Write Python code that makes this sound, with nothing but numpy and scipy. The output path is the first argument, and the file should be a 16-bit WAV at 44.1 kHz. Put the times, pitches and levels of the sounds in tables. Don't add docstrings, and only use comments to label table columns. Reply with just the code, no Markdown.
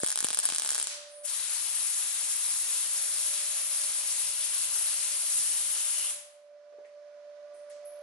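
import sys
import numpy as np
from scipy import signal
from scipy.fft import rfft, irfft, next_fast_len
from scipy.io import wavfile

SR = 44100
rng = np.random.default_rng(int(sys.argv[2]) if len(sys.argv) > 2 else 0)


def wav_out(sig):
    wavfile.write(sys.argv[1], SR, np.round(np.clip(np.atleast_2d(sig).T, -1, 1) * 32767).astype(np.int16))


def field_ratio(decibels):
    return 10 ** (np.asarray(decibels, dtype=float) / 20)


N = 353682

STRIKES_S = [.0341, .0457, .0632, .0706, .0754, .0857, .0901, .096, .104, .1169, .1255, .158, .1753, .1891,
             .2052, .2098, .2274, .2401, .2451, .25, .2684, .2863, .3045, .31, .3304, .3362, .3466, .3729,
             .3893, .3944, .4007, .4544, .4601, .4892, .5013, .5229, .5354, .5483, .5545, .5611, .5837,
             .5976, .6207, .6346, .6481, .661, .6752, .691, .7053, .7172, .7246, .7319, .7476, .7549, .7629,
             .7799, .7872, .7995, .8143, .8273, .842, .8713]
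# pitch_hz, width_hz, level_db
CRACK_RINGS = [(810, 1200, 1), (1550, 1840, 2.5), (2600, 1660, 1.5), (5000, 7500, -14), (7300, 990, -6.5),
               (8780, 1000, 1.5), (10070, 2200, -3)]
# pitch_hz, left_over_right_db
CRACK_BALANCE = [(1000, -2), (3000, -1), (4700, 3), (7000, 7), (8800, 3), (10400, -2)]
# start_s, thud_drive_db, extra_body_db (the crack gains a third of it)
SPATTER = [(.0341, -33, 1.5), (.2052, -58, -3.5), (.2274, -51, -2), (.2451, -39, 13), (.31, -52.5, -1),
           (0.4546, -52, 5.5), (.4892, -63.5, 2), (0.5017, -56.5, 3.5), (0.523, -49.5, 1.5)]
# time_s, sizzle_db
SIZZLE = [(0, -23.5), (.05, -53.5), (.415, -45.5), (.432, -19.5), (.455, -23), (.53, -39), (.66, -29),
          (.78, -36.5), (.87, -40)]
# delay_s, left_db, right_db
ECHOES = [(.00056, -13, -12), (.00125, -22, -12), (.00176, -13, -20), (.0047, -13, -13), (.0073, -15, -17),
          (.008, -17, -16)]
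# pitch_hz, t60_s
SHOP_T60 = [(300, 0.68), (1100, 0.89), (2300, 0.67), (4500, 0.59), (9000, 0.43)]
# time_s, level_db
BACKGROUND = [(0, -65), (.035, -58), (.06, -75.5), (.86, -72.5), (.92, -61), (1.25, -54), (1.275, -73.5),
              (2.5, -75.5), (3.3, -66.5), (4.3, -70.5), (6.05, -69.5), (6.15, -62), (6.8, -55.5),
              (8.02, -49.5)]
# pitch_hz, level_db, pitch_wander_hz
FAN_LINES = [(586.4, 4.5, 1.03), (220, -38, 4.8), (405, -31.5, 2.7), (670, -15.5, 32), (770, -43, 5.6),
             (1004, -28, 4.3), (1174, -39, 3.0), (1230, -44, 18), (1800, -35, 1.7)]
# pitch_hz, density_db (per Hz)
AIR_COLOUR = [(40, -87), (113, -68), (217, -51.5), (301, -41.5), (450, -67.5), (586, -22.5), (736, -40),
              (896, -36), (1480, -35.5), (3110, -42), (5600, -40.5), (8000, -55.5), (11000, -52)]
# pitch_hz, left_over_right_db
AIR_BALANCE = [(100, -3), (600, -4), (1130, -8), (3600, -5.5), (11000, -1.5)]
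# pitch_hz, correlation (0 to 1)
AIR_LIKENESS = [(60, .88), (580, 0.8), (1220, 0.31), (2600, 0.31), (5500, .05)]
# pitch_hz, width_hz (of each of two passes), relative_level_db
MURMUR_BANDS = [(1170, 32, 0), (1470, 71, -2), (1680, 95, -6), (1980, 78, -7), (2330, 46, -8)]
# start_s, thump_db, scrape_db
KNOCKS = [(6.722, -54.5, -79), (6.783, -50, -82), (6.844, -58, -60), (7.541, -61, -82), (7.698, -67, -63)]
# start_s, level_db, pitch_hz, width_hz (of each of two passes), t60_s
HISSES = [(1.062, -47.5, 9570, 1500, 1.7), (6.85, -72.5, 6500, 8000, 0.37),
          (7.535, -62.5, 9500, 2660, 0.59), (7.698, -55, 9800, 5000, 0.13), (7.701, -58, 4470, 7000, 0.55),
          (7.849, -46, 10980, 450, 0.45)]
# time_s, level_db, extra_left_over_right_db
JET = [(1.24, -41, -9), (1.252, -36, 12), (1.27, -34.5, 0.5), (1.4, -33, 3.5), (2.0, -31.5, 0.6),
       (3.3, -31.5, -0.6), (4.96, -31, .5), (5.03, -28.5, 1), (5.1, -29.5, -1), (6.04, -32, 0.5),
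       (6.1, -32.5, -3.5)]
# pitch_hz, density_db (per Hz)
JET_COLOUR = [(100, -50), (300, -42.5), (600, -25.5), (1150, -19.5), (1540, -20), (2890, -15.5),
              (4500, -12.5), (6470, -10), (8300, -3), (10400, -1.5), (11200, 2.5)]
# pitch_hz, left_over_right_db
JET_BALANCE = [(60, -8.5), (170, -4.5), (500, 5.5), (1420, 3.5), (4090, 6), (11800, 5.5)]
# pitch_hz, level_db (against the direct jet)
JET_WASH = [(100, 2), (300, -1.5), (1500, 4.5), (4000, 3.5), (9000, 1)]
# middle_s, half_length_s, pitch_hz, glide_hz_per_s, level_db
HOLLOW_NOTES = [(1.422, .08, 3960, 1397, -46.5), (1.565, .05, 4320, 3004, -48),
                (2.45, 0.052, 4000, -1500, -48), (4.8, 0.7, 2864, 149, -51), (5.746, 0.47, 2953, 9, -52.5),
                (6.04, 0.078, 2900, -500, -48)]

FULL_WAIT_S = .017
CRACK_DB, CRACK_LOSS_DB, CRACK_SCATTER_DB = 4.5, 1.5, 1.5
BODY_DB, BODY_LOSS_DB, BODY_SCATTER_DB = -7, 3.5, 1.5
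TRIGGER_OFF_S, STARVED_DB = .835, -5
CRACK_SPREAD_S = 5e-5
ARC_LEAD_S, JET_LEAD_S = 4e-5, 4.2e-5
THUD_HZ, THUD_WIDTH_HZ = 560, 420
THUD_LAG_S, THUD_LEFT_DB = 5.5e-4, -1
TAIL_HZ, TAIL_WIDTH_HZ = 7000, 16000
TAIL_DB, SUNK_DB = -10.5, -72
MURMUR_DB = -24
# pitch_hz, width_hz (of each of two passes), rise_s, t60_s
THUMP, SCRAPE = (500, 260, 0.0029, 0.18), (2000, 930, .004, .28)
HISS_RISE_PER_S = 0.038
JET_USUAL_DB, BODY_RESISTS = -31, 1
BODY_LATE_DB, BODY_LATE_S = -7, .03
JET_WANDER_DB, JET_WANDER_HZ = 0.79, 3.6
COLOUR_DRIFT_DB, COLOUR_DRIFT_HZ = 0.26, 1.7
HOLLOW_FADE_DB, HOLLOW_WAVER_DB = 12, 1.5
CUTOFF_HZ = 11005
BANDS_HZ = 40 * 2 ** np.arange(0, 8.4, 1 / 3)
LEFT_RIGHT = np.array([[1], [-1]])


def rms_one(x):
    return x / np.sqrt(np.mean(x ** 2) + 1e-20)


def in_time(rows, outside=None):
    s, *columns = np.transpose(rows)
    return [np.interp(np.arange(N) / SR, s, c, outside, outside) for c in columns]


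def at_hz(points, hz):
    table_hz, values = np.array(points)[:, :2].T
    return np.interp(np.log(hz), np.log(table_hz), values)


def lean(balance_db):
    return field_ratio(balance_db / 2 * LEFT_RIGHT)


def drift(rate):
    r = np.exp(-80 * np.pi * rate / SR)
    slow = signal.lfilter([1], [1, -2 * r, r * r], rng.standard_normal(N // 40 + 2002))[2000:]
    return np.interp(np.arange(N) / 40, np.arange(len(slow)), rms_one(slow))


def poles(hz, width_hz):
    r = np.exp(-np.pi * width_hz / SR)
    return r, [1, -2 * r * np.cos(2 * np.pi * hz / SR), r * r]


def resonance(x, hz, width_hz):
    r, feedback = poles(hz, width_hz)
    return signal.lfilter([(1 - r * r) / 2, 0, (r * r - 1) / 2], feedback, x + 1e-18)


def bands(white):
    for k, (low, high) in enumerate(zip(BANDS_HZ, BANDS_HZ[1:])):
        sos = signal.butter(2, [low, high], "band", fs=SR, output="sos")
        yield np.sqrt(low * high), signal.sosfilt(sos, white[k % 2])


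def later(x, seconds):
    size = next_fast_len(N + 64)
    turn = np.exp(-2j * np.pi * np.fft.rfftfreq(size, 1 / SR) * seconds)
    return irfft(rfft(x, size) * turn, size)[:N]


def shop(x, level_db):
    t = np.arange(SR) / SR
    white = rng.standard_normal((2, 2, SR))
    tail = sum(band * field_ratio(-60 * t / at_hz(SHOP_T60, hz)) for hz, band in bands(white))
    tail = tail * np.clip((t - .006) / 0.0013, 0, 1)
    tail = tail / np.sqrt(np.sum(tail ** 2) / 2)
    return field_ratio(level_db) * signal.fftconvolve(x[None], tail, axes=1)[:, :N]


def plasma_sizzle():
    level, = in_time(SIZZLE, outside=-120)
    sizes = field_ratio(3 * rng.exponential(1, N))
    spits = (rng.random(N) < 4000 / SR) * sizes * rng.choice([-1, 1], N)
    return field_ratio(level) * rms_one(spits)


def spatter_thud():
    pushes = np.zeros(N)
    for when, thud_db, _ in SPATTER:
        pushes[round(when * SR)] = field_ratio(thud_db)
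    _, feedback = poles(THUD_HZ, THUD_WIDTH_HZ)
    thud = signal.lfilter([1], feedback, pushes + 1e-18)
    return np.array([field_ratio(THUD_LEFT_DB) * later(thud, THUD_LAG_S), thud])


def arc():
    s = np.array(STRIKES_S)
    halvings = np.clip(np.log2(FULL_WAIT_S / np.diff(s, prepend=0)), 0, 3)
    chance = rng.standard_normal((len(s), 2 + len(CRACK_RINGS)))
    offset = rng.random((len(s), len(CRACK_RINGS)))
    starved = STARVED_DB * (s > TRIGGER_OFF_S)
    crack_db = CRACK_DB - CRACK_LOSS_DB * halvings + CRACK_SCATTER_DB * chance[:, 0] + starved
    body_db = BODY_DB - BODY_LOSS_DB * halvings + BODY_SCATTER_DB * chance[:, 1] + starved
    for when, _, extra_db in SPATTER:
        which = np.argmin(abs(s - when))
        body_db[which] += extra_db
        crack_db[which] += extra_db / 3

    sizzle, near = plasma_sizzle(), 0
    for k, (hz, width_hz, level_db) in enumerate(CRACK_RINGS):
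        uneven_db = 1.5 * chance[:, 2 + k]
        is_body = hz < 4000
        drive = field_ratio(-14.0 if is_body else 0) * sizzle
        early_s = CRACK_SPREAD_S * (1 + (0 if is_body else offset[:, k]))
        at = np.round((s - early_s) * SR).astype(int)
        drive[at] += field_ratio((body_db if is_body else crack_db) + uneven_db)
        sides = field_ratio(level_db) * lean(at_hz(CRACK_BALANCE, hz))
        near = near + resonance(drive, hz, width_hz) * (-1) ** k * sides

    heard = near.copy()
    for delay, left_db, right_db in ECHOES:
        lag = round(delay * SR)
        heard[:, lag:] += field_ratio(np.array([[left_db], [right_db]])) * near[:, :-lag]
    heard[1] = later(heard[1], ARC_LEAD_S)

    sent = sizzle.copy()
    sent[np.round(s * SR).astype(int)] += field_ratio(crack_db)
    swell = field_ratio(0.7 * (in_time(BACKGROUND)[0] - SUNK_DB))
    tail = shop(resonance(sent, TAIL_HZ, TAIL_WIDTH_HZ), level_db=TAIL_DB)
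    return heard + spatter_thud() + swell * tail


def fan():
    out = 0
    for hz, level_db, wander_hz in FAN_LINES:
        phase = 2 * np.pi * np.cumsum(hz + wander_hz * drift(30)) / SR
        sides = np.sin(phase + np.array([[-.2], [0]])) * lean(at_hz(AIR_BALANCE, hz))
        out = out + np.sqrt(2) * field_ratio(level_db + 1.3 * drift(21)) * sides
    return out


def shop_air():
    out = 0
    for hz, (mid, side) in bands(rng.standard_normal((2, 2, N))):
        alike = np.clip(at_hz(AIR_LIKENESS, hz), 0, 1)
        gain = field_ratio(at_hz(AIR_COLOUR, hz)) * lean(at_hz(AIR_BALANCE, hz))
        out = out + gain * (np.sqrt(1 + alike) * mid + np.sqrt(1 - alike) * side * LEFT_RIGHT)
    return rms_one(out)


def murmur():
    mid, side = rng.standard_normal((2, N))
    white = mid + 0.44 * side * LEFT_RIGHT
    out = 0
    for hz, width_hz, level_db in MURMUR_BANDS:
        band = rms_one(resonance(resonance(white, hz, width_hz), hz, width_hz))
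        gain = field_ratio(MURMUR_DB + level_db + 1.2 * drift(2.0))
        out = out + gain * lean(at_hz(AIR_BALANCE, hz)) * band
    return out


def handling():
    out, t = np.zeros((2, N)), np.arange(SR) / SR
    puffs = []
    for s, thump_db, scrape_db in KNOCKS:
        puffs += [(s, thump_db, *THUMP), (s, scrape_db, *SCRAPE)]
    for s, level_db, hz, width_hz, t60 in HISSES:
        puffs.append((s, level_db, hz, width_hz, 2e-4 + HISS_RISE_PER_S * t60 ** 2, t60))
    for s, level_db, hz, width_hz, rise, t60 in puffs:
        mid, side = rng.standard_normal((2, SR))
        grain = mid + 0.82 * side * LEFT_RIGHT
        puff = resonance(resonance(grain, hz, width_hz), hz, width_hz)
        shape = np.clip(t / rise, 0, 1) * field_ratio(level_db - 60 * t / t60)
        at = round(s * SR)
        out[:, at:at + SR] += (rms_one(puff) * shape)[:, :N - at]
    return out


def air_jet(patchy_db, knee_hz):
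    level, pan = in_time(JET)
    level = level + JET_WANDER_DB * drift(JET_WANDER_HZ)
    opens, shuts = JET[0][0], JET[-1][0]
    late = np.clip(1 - (np.arange(N) / SR - opens) / BODY_LATE_S, 0, 1)
    body = np.where(late > 0, BODY_LATE_DB * late, BODY_RESISTS * (JET_USUAL_DB - level))
    valve, = in_time([(opens - .01, 0), (opens, 1), (shuts, 1), (shuts + 0.036, 0)])
    gust, near, washed, power = drift(12), 0, 0, 0
    for hz, (direct, *wash) in bands(rng.standard_normal((2, 3, N))):
        colour_db = at_hz(JET_COLOUR, hz)
        tilt = body / (1 + (hz / knee_hz) ** 4)
        flutter = patchy_db * (0.26 * gust + drift(59)) + COLOUR_DRIFT_DB * drift(COLOUR_DRIFT_HZ)
        gain = valve * field_ratio(level + colour_db + tilt + flutter)
        keep = field_ratio(-120 / (SR * at_hz(SHOP_T60, hz)))
        stored = signal.lfilter([1 - keep], [1, -keep], gain ** 2 + 1e-18)
        sides = lean(at_hz(JET_BALANCE, hz) + pan)
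        near = near + sides * gain * direct
        washed = washed + field_ratio(at_hz(JET_WASH, hz)) * np.sqrt(sides * stored) * np.array(wash)
        power += np.var(direct) * field_ratio(colour_db) ** 2
    near = np.array([near[0], later(near[1], JET_LEAD_S)])
    return (near + washed) / np.sqrt(power)


def hollow(width_hz):
    t, out, waver = np.arange(N) / SR, 0, HOLLOW_WAVER_DB * drift(3)
    low_pass = signal.butter(2, width_hz / 2, fs=SR, output="sos")
    slow = signal.sosfilt(low_pass, rng.standard_normal((2, 2, N)))
    blowing = t < JET[-1][0]
    for s, half, hz, glide, level_db in HOLLOW_NOTES:
        phase = 2 * np.pi * (hz + glide * (t - s) / 2) * (t - s)
        mid, side = slow[0] * np.cos(phase) + slow[1] * np.sin(phase)
        note = rms_one(mid * lean(3) + .5 * side * LEFT_RIGHT)
        fade = HOLLOW_FADE_DB * ((t - s) / half) ** 2
        out = out + blowing * field_ratio(level_db + waver - fade) * note
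    return out


def scene():
    level, = in_time(BACKGROUND)
    background = field_ratio(level) * (fan() + field_ratio(-12.5) * shop_air() + murmur())
    jet = air_jet(patchy_db=2.43, knee_hz=5500) + hollow(width_hz=380)
    return arc() + background + handling() + jet


def roll_off(x):
    return signal.sosfilt(signal.butter(12, 12360, fs=SR, output="sos"), x)


def record(dry):
    thin = signal.sosfilt(signal.butter(2, 170, "high", fs=SR, output="sos"), dry)
    cut = signal.sosfiltfilt(signal.ellip(10, .1, 36, CUTOFF_HZ, fs=SR, output="sos"), thin)
    mix = 0.73 * np.tanh(cut / 0.69)
    return roll_off(mix)


dry = scene()
out = record(dry)
wav_out(out)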